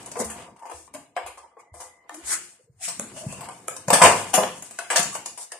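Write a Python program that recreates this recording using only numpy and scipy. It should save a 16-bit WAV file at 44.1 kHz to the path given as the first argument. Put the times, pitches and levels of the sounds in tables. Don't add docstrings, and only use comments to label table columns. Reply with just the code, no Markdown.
import sys
import numpy as np
from scipy import signal
from scipy.fft import rfft, irfft, next_fast_len
from scipy.io import wavfile
from scipy.ndimage import uniform_filter1d, map_coordinates

SR = 44100
rng = np.random.default_rng(int(sys.argv[2]) if len(sys.argv) > 2 else 0)


def master_out(mix):
    frames = np.transpose(np.atleast_2d(mix))
    ceiling = np.clip(frames, -1, 1)
    pcm = np.round(ceiling * 32767).astype(np.int16)
    wavfile.write(sys.argv[1], SR, pcm)


def convert_level_to_amplitude(level_db):
    exponent = np.asarray(level_db, float) / 20
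    return 10 ** exponent


N = 246519
SHORT, TAIL, LONG = 1 << 13, 3 << 13, 1 << 15


def unit(x):
    return x / np.sqrt(np.mean(x ** 2) + 1e-20)


def peak(x):
    return x / np.abs(x).max()


def along(points, hz):
    f, v = np.transpose(points)
    return np.interp(np.log(hz + 1), np.log(f + 1), v)


def envelope(points, t):
    return np.interp(t, *np.transpose(points))


def grains(size, spike_db):
    jumps = np.repeat(np.minimum(rng.exponential(size=size // 40 + 1), 3.5), 40)[:size]
    return convert_level_to_amplitude(spike_db * jumps) * rng.standard_normal((2, size))


def ringing(modes, hz, scatter_db=0):
    low = 1j * hz / (0.23 * modes[0][0])
    high = 1j * hz / (2.23 * modes[-1][0])
    rings = 0
    for k, (centre, width, db) in enumerate(modes):
        gain = (-1) ** k * convert_level_to_amplitude(db + scatter_db * rng.standard_normal())
        rings = rings + gain * 1j * hz * width / (centre ** 2 - hz ** 2 + 1j * hz * width)
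    return rings * (low / (1 + low) / (1 + high)) ** 2


# pitch in Hz, width in Hz, level in dB.
STAND = [(348, 112, -11), (502.3, 47, -2.5), (700, 45, -0.5), (849, 22.3, -0.5), (850, 167, -2.5),
         (1021, 210, -3), (1201, 39, -3)]


def stand_body(hz, scatter_db=0):
    return ringing(STAND, hz, scatter_db)


# pitch in Hz, width in Hz, level in dB.
TUBE = [(1395, 620, -2.5), (1800, 185, 5), (1905, 406, 1), (2508, 270, 1.5), (2823, 276, 2),
        (3685, 1950, -6), (4960, 700, -5)]


def tube_body(hz, scatter_db=0):
    return ringing(TUBE, hz, scatter_db)


# pitch in Hz, width in Hz, level in dB.
GRIT = [(5910, 3730, -10), (7174, 804, -3), (8170, 1000, -1), (9570, 4100, -5), (11760, 3260, -11)]


def grit_body(hz, scatter_db=0):
    return ringing(GRIT, hz, scatter_db)


# frequency in Hz, level in dB per Hz.
RUMBLE = [(15, -72), (25, -40), (48, -18.5), (102, -7.5), (260, -8.5), (400, -13.5), (520, -17),
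          (880, -120)]


def floor_body(hz):
    return convert_level_to_amplitude(along(RUMBLE, hz))


# time in seconds, level in dB.
GRIP = [(0, 1.5), (.4, 0.5), (.55, 1), (.72, -4), (1.17, 3.5), (1.35, 1), (1.5, -6.5), (1.9, -5),
        (2.2, 6.5), (3.0, 4), (3.3, 0), (4.0, -1), (4.6, 3), (5.0, 2.5), (5.59, 1)]


def grip_db(t):
    return envelope(GRIP, t)


# frequency in Hz, left-right correlation.
ALIKE = [(60, 0.99), (180, 0.93), (530, 0.85), (1560, 0.41), (3000, 0.22), (5500, -0.13), (13700, -0.12)]


def ports(pair, response):
    hz = np.fft.rfftfreq(pair.shape[1], 1 / SR)
    turn = np.arccos(np.clip(along(ALIKE, hz), -1, 1)) / 2
    mid, side = irfft(rfft(pair) * response(hz) * [np.cos(turn), np.sin(turn)], pair.shape[1])
    return np.array([mid + side, mid - side])


# frequency in Hz, t60 in seconds.
YARD = [(100, 0.56), (700, 0.29), (3000, 0.45), (8000, 0.37), (13000, 0.32)]


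def yard(count):
    hz, t, z = signal.stft(rng.standard_normal((count, 2, SR // 2)), SR, nperseg=256)
    decay = convert_level_to_amplitude(-60 * t / along(YARD, hz)[:, None])
    tails = []
    for noise in signal.istft(z * decay, SR, nperseg=256)[1]:
        tail = ports(noise, np.ones_like)
        late = np.pad(tail, ((0, 0), (300, 0)))
        tails.append(rfft(late / np.linalg.norm(tail[0]), LONG))
    return tails


def add(track, sound, s, tail, wet_db):
    here = track[:, round(s * SR):]
    here[:, :sound.shape[1]] += sound
    here[:, :LONG] += convert_level_to_amplitude(wet_db) * irfft(rfft(sound.mean(axis=0), LONG) * tail, LONG)


# time in seconds, pressure in dB, grittiness in dB.
SLIDE = [(0.0, -47, 1), (0.25, -51, -5.5), (0.432, -42.5, -2.5), (0.55, -59.5, -7.5), (0.87, -74, 16.5),
         (1.0, -71, -49), (1.34, -69, -57), (1.6, -73, -31), (2.15, -60, -7), (2.3, -47.5, 7),
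         (2.5, -65, 12), (2.71, -88.5, 7.5), (2.87, -65.5, 12.5), (3.45, -45.5, 0), (3.62, -55.5, 2),
         (4.7, -60.5, 9.5), (5.15, -56, 5), (5.59, -77.5, -8)]
# time in seconds, rumble in dB.
FEET = [(0, -50), (.28, -50.5), (.5, -53), (.75, -85), (.97, -55.5), (1.2, -80), (2.1, -76.5),
        (2.35, -57.5), (2.7, -88), (3.02, -49.5), (3.5, -54), (3.8, -54.5), (4.3, -49), (4.6, -54.5),
        (4.84, -69), (5.04, -46), (5.3, -61), (5.59, -87)]
# level in dB, share of the grittiness.
BODIES = [
    (-2.8, 1.56),
    (-4.5, 0.49),
    (-0.3, -0.098),
    (0.5, 0.038),
]
# start in seconds, level in dB, grittiness in dB.
SHUDDERS = [
    (4.032, -11, 0),
    (4.388, -33.5, -10.5),
    (4.96, -48, -13),
]
SHUDDER_RISE_S, SHUDDER_T60_S, SHUDDER_FLOOR_DB = 0.0067, 0.49, -13


def slide():
    t = np.arange(N) / SR
    s, press, gritty = np.transpose(SLIDE)
    press_db, gritty_db = np.interp(t, s, press), np.interp(t, s, gritty)
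    grit_db, wall_db, stand_db = [press_db + share * gritty_db for _, share in BODIES[:3]]
    wall_db = wall_db + 0.9 * grip_db(t)
    drives = [grit_db, wall_db, stand_db, envelope(FEET, t)]
    bodies = [grit_body, tube_body, stand_body, floor_body]
    shake_dbs = [0, 0, 0, SHUDDER_FLOOR_DB]
    sound = 0
    for (body_db, share), body, drive_db, shake_db in zip(BODIES, bodies, drives, shake_dbs):
        clumps = map_coordinates(rng.standard_normal(200), [np.linspace(0, 199, N)])
        grind = unit(convert_level_to_amplitude(2 * clumps) * ports(grains(N, 1.8), body))
        force = convert_level_to_amplitude(drive_db)
        for start, db, shake_grit_db in SHUDDERS:
            since = np.clip(t - start, 0, None)
            decay = convert_level_to_amplitude(db + shake_db + share * shake_grit_db - 60 * since / SHUDDER_T60_S)
            force = force + decay * (1 - np.exp(-since / SHUDDER_RISE_S))
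        sound = sound + convert_level_to_amplitude(body_db) * force * grind
    return sound


# time in seconds, level in dB.
LINGER = [(1.0, -74), (1.1, -90), (1.55, -77), (1.7, -67.5), (1.9, -61), (2.08, -65), (2.15, -66)]


def linger():
    s, db = np.transpose(LINGER)
    ring = unit(ports(grains(N, 0.51), lambda hz: ringing([(2025, 110, 0)], hz) ** 2))
    return convert_level_to_amplitude(np.interp(np.arange(N) / SR, s, db, left=-120, right=-120)) * ring


# start in seconds, peak in dB, pitch in Hz, t60 in seconds.
BUMPS = [(0.2, -27, 227, 0.067), (0.24, -41, 72, 0.21), (0.737, -44.5, 74, 0.07), (0.943, -39, 278, 0.13),
         (1.235, -45, 72, 0.16), (1.716, -40, 81, 0.089), (2.228, -47.5, 69.3, 0.13),
         (2.634, -60, 130, 0.046), (2.693, -46.5, 117, 0.052), (2.759, -51, 102, 0.056),
         (2.87, -48.5, 176, 0.24), (2.992, -30, 212, 0.026), (3.263, -20, 148, 0.029),
         (3.676, -46.5, 386, 0.092), (3.878, -22, 166, 0.043), (3.926, -17.5, 207, 0.025),
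         (4.011, -21.5, 170, 0.11), (4.342, -31.5, 253, 0.083), (4.377, -21.5, 191.5, 0.058),
         (4.991, -26.5, 186, 0.068)]
# start in seconds, peak in dB, pitch in Hz, t60 in seconds.
BOOM = [
    (3.278, -39, 126.7, 0.56),
    (4.032, -30, 101, 0.77),
]


def bumps(tails):
    track, t = np.zeros((2, N + LONG)), np.arange(TAIL) / SR
    fade = np.cos(np.pi / 2 * t / t[-1])
    for (s, db, hz, t60), tail in zip([*BUMPS, *BOOM], tails):
        squeeze = 1 - np.exp(-(t * hz / 0.9) ** 2)
        push = squeeze * convert_level_to_amplitude(-60 * t / max(t60, 0.02)) * np.sin(2 * np.pi * hz * t)
        add(track, convert_level_to_amplitude(db) * peak(push) * fade * np.ones((2, 1)), s, tail, wet_db=-4.5)
    return track[:, :N]


# centre in seconds, grit in dB, half length in seconds,
# ring in Hz, ring level in dB.
STROKES = [(0.206, -27, 0.017, 570, -25), (1.826, -45.5, 0.058, 880, -52), (2.292, -29, 0.033, 2130, -46),
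           (2.329, -21.5, 0.03, 1650, -32), (2.852, -27.5, 0.029, 2630, -39.5),
           (4.049, -24.5, 0.14, 975, -19.5), (5.422, -36, 0.029, 1000, -54), (5.55, -72, 0.015, 700, -47)]
# centre in seconds, grit in dB, half length in seconds,
# ring in Hz, ring level in dB.
SQUEAKS = [(0.653, -74, 0.037, 940, -41.5), (0.763, -46.5, 0.068, 345, -59.5),
           (1.573, -75.5, 0.005, 454, -45), (1.604, -57.5, 0.015, 2240, -57.5),
           (2.173, -49, 0.053, 323, -47), (2.381, -59, 0.07, 350, -53.5), (2.608, -98, 0.011, 483, -55),
           (2.693, -91, 0.013, 464, -60.5), (2.83, -85, .025, 714, -51.5), (3.229, -80, 0.11, 630, -43),
           (3.195, -40.5, 0.036, 2880, -48.5), (3.323, -43, 0.068, 2730, -47),
           (5.152, -33.5, 0.025, 1118, -37.5), (1.18, -56.5, 0.0075, 1600, -30),
           (1.445, -80, 0.019, 924, -48), (4.797, -58, 0.0065, 1510, -34),
           (4.968, -47.5, 0.011, 1755, -23.5), (5.529, -54, 0.013, 1800, -44)]
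STROKE_WIDTH, SQUEAK_WIDTH = 0.93, 0.15


def strokes(tails):
    track, t = np.zeros((2, N + LONG)), (np.arange(SHORT) - SHORT / 2) / SR
    rows = [(*row, STROKE_WIDTH) for row in STROKES] + [(*row, SQUEAK_WIDTH) for row in SQUEAKS]
    for (s, db, half, ring_hz, ring_db, width), tail in zip(rows, tails):
        speed = np.exp(-(t / np.clip(half, 0.005, 0.06)) ** 2)
        grit = unit(ports(grains(SHORT, 0.36), grit_body))
        mode = [(ring_hz, width * ring_hz, 0)]
        ring = unit(ports(grains(SHORT, 2.9), lambda hz: ringing(mode, hz) ** 2))
        add(track, speed * (convert_level_to_amplitude(db) * grit + convert_level_to_amplitude(ring_db) * ring), s + t[0], tail, wet_db=-6.5)
    return track[:, :N]


# start in seconds, stand peak in dB, grit in dB re stand, loudest ring in Hz.
CLICKS = [(0.877, -40, -15, 1055), (2.094, -28, -12, 1800), (2.996, -29, 8, 550), (3.682, -23.5, 3.5, 1286)]
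TAPS = [(0.156, -25, -26, 1024), (0.167, -25, -15, 490), (0.245, -48, 17, 640), (0.562, -46.5, -10.5, 900),
        (1.44, -44, -29, 980), (1.516, -51, -39, 1180), (1.569, -40, -37, 1100), (3.408, -33, -4.5, 1070),
        (0.697, -31.5, -15, 934), (3.876, -37, -5, 600), (4.333, -23.5, -6, 790), (4.377, -8.5, -42, 640),
        (4.931, -23, -12, 815)]
KNOCKS = [(0.06, -49.5, 13.5, 593), (0.116, -38.5, 7, 597), (0.593, -49.5, -6, 1020),
          (0.714, -27, -15, 1007), (0.939, -36, -1, 610), (0.947, -31, -5, 610), (1.165, -19.5, -21.5, 700),
          (1.176, -24, -25.5, 746), (2.143, -39, -0.5, 640), (3.325, -32.5, -2, 542),
          (3.487, -28, -9.5, 1036), (3.765, -36.5, 5, 1030), (3.882, -17, -7, 580), (3.903, -8.5, -7, 890),
          (4.434, -16, -16.5, 730), (4.623, -38.5, 6, 656), (4.709, -42, 5, 705), (4.788, -23, -5.5, 1490),
          (4.993, -22, 3, 638), (5.029, -32.5, 12.5, 646), (5.151, -26.5, -1, 624), (5.259, -32.5, 6, 930),
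          (5.519, -33, 0.5, 1720)]
RATTLES = [(0.2, -23, -9.5, 497), (0.299, -35, 2.5, 1735), (0.623, -37, -20, 856), (0.654, -32.5, -18, 874),
           (3.431, -32.5, -19, 860), (1.262, -32, -7.5, 820), (1.374, -38, -9.5, 1054),
           (1.596, -44.5, -17, 1156), (1.74, -37.5, -8.5, 684), (1.802, -33, -6.5, 1015),
           (2.88, -33.5, 7.5, 710), (3.163, -39, -2.5, 626), (3.93, -6.5, -4, 582), (4.017, -0.5, -10, 967),
           (4.048, -5, -20, 988), (4.339, -13.5, -1.5, 790), (4.902, -19, -4, 1658), (4.959, -15, 1, 667),
           (5.375, -37.5, 2, 954)]
CLICK_S, TAP_S, KNOCK_S, RATTLE_S = 0.0036, 0.017, 0.012, 0.026
WALL_DB, WALL_PER_GRIT, WALL_PER_BLOW, WALL_PER_OCTAVE = -2.5, 0.24, 0.098, 0.83
REACH_HZ = 332


def knocks(tails):
    track, t = np.zeros((2, N + LONG)), np.arange(SHORT) / SR
    kinds = [(CLICKS, CLICK_S), (TAPS, TAP_S), (KNOCKS, KNOCK_S), (RATTLES, RATTLE_S)]
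    contacts = [(*row, chatter) for rows, chatter in kinds for row in rows]
    first = 7 * np.exp(-t * SR / 3) * [[1], [0.4]]
    for k, (s, db, grit_db, ring_hz, chatter) in enumerate(contacts):
        tail = tails[k % len(tails)]
        tube_db = WALL_DB + WALL_PER_GRIT * grit_db + WALL_PER_BLOW * db
        tube_db += WALL_PER_OCTAVE * np.log2(ring_hz / 700) + grip_db(s)
        rebounds = (1 - np.exp(-t / (0.071 * chatter))) * np.exp(-(t / chatter) ** 1.9)
        force = rebounds + 0.018 / chatter * np.exp(-t / 0.0015)
        stand = ports(1.96 * first + force * grains(SHORT, 5.2),
                      lambda hz: stand_body(hz, scatter_db=0.5) * (1j * hz / (1j * hz + REACH_HZ)) ** 2)
        tube = ports(0.99 * first + force * grains(SHORT, 2.51), lambda hz: tube_body(hz, scatter_db=1.0))
        grit = ports(force * grains(SHORT, 0.69), lambda hz: grit_body(hz, scatter_db=2.0))
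        blow = peak(stand) + convert_level_to_amplitude(tube_db + 6.0) * peak(tube) + convert_level_to_amplitude(grit_db + 11) * peak(grit)
        add(track, convert_level_to_amplitude(db - 1.5) * blow, s, tail, wet_db=0.0)
        spot = ports(1.64 * first + force * grains(SHORT, 3.9), lambda hz: ringing([(ring_hz, 50, 0)], hz))
        add(track, convert_level_to_amplitude(db - 3.0) * peak(spot), s, tail, wet_db=-6.5)
    return track[:, :N]


def scene():
    tails = yard(count=28)
    return slide() + linger() + bumps(tails) + strokes(tails) + knocks(tails)


def suppressed(x, margin_db, chance_db, floor_db):
    hz, _, z = signal.stft(x, SR, nperseg=1024)
    power = np.abs(z) ** 2 + 1e-20
    around = np.abs(uniform_filter1d(power.mean(axis=0), size=160, axis=0))
    chance = uniform_filter1d(rng.standard_normal(around.shape), size=4, axis=0)
    chance = uniform_filter1d(chance, size=7, axis=1)
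    noise = around * convert_level_to_amplitude(-2 * margin_db) + convert_level_to_amplitude(2 * floor_db)
    noise = noise * convert_level_to_amplitude(2 * chance_db * unit(chance)) * (hz[:, None] > 2200)
    gain = np.sqrt(np.clip(1 - noise / power, 0.004, 1))
    return signal.istft(z * gain, SR, nperseg=1024)[1][:, :N]


# frequency in Hz, left minus right in dB.
LEAN = [(60, -1.5), (180, 2), (530, 1), (1560, 1.5), (4610, -.5), (8500, 3.5), (13700, 4.5)]


def roll_off(x):
    return signal.sosfilt(signal.butter(12, 14260, fs=SR, output="sos"), x)


def record(dry):
    size = next_fast_len(N)
    hz = np.fft.rfftfreq(size, 1 / SR)
    lean = along(LEAN, hz) / 2
    bass = 1j * hz / 55
    response = convert_level_to_amplitude(np.array([lean, -lean])) * (bass / (1 + bass)) ** 2 * (hz < 14250)
    x = irfft(rfft(dry, size) * response, size)[:, :N]
    x = suppressed(x, margin_db=9, chance_db=5.5, floor_db=-99)
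    return roll_off(np.clip(x, -1, 1))


dry = scene()
out = record(dry)
master_out(out)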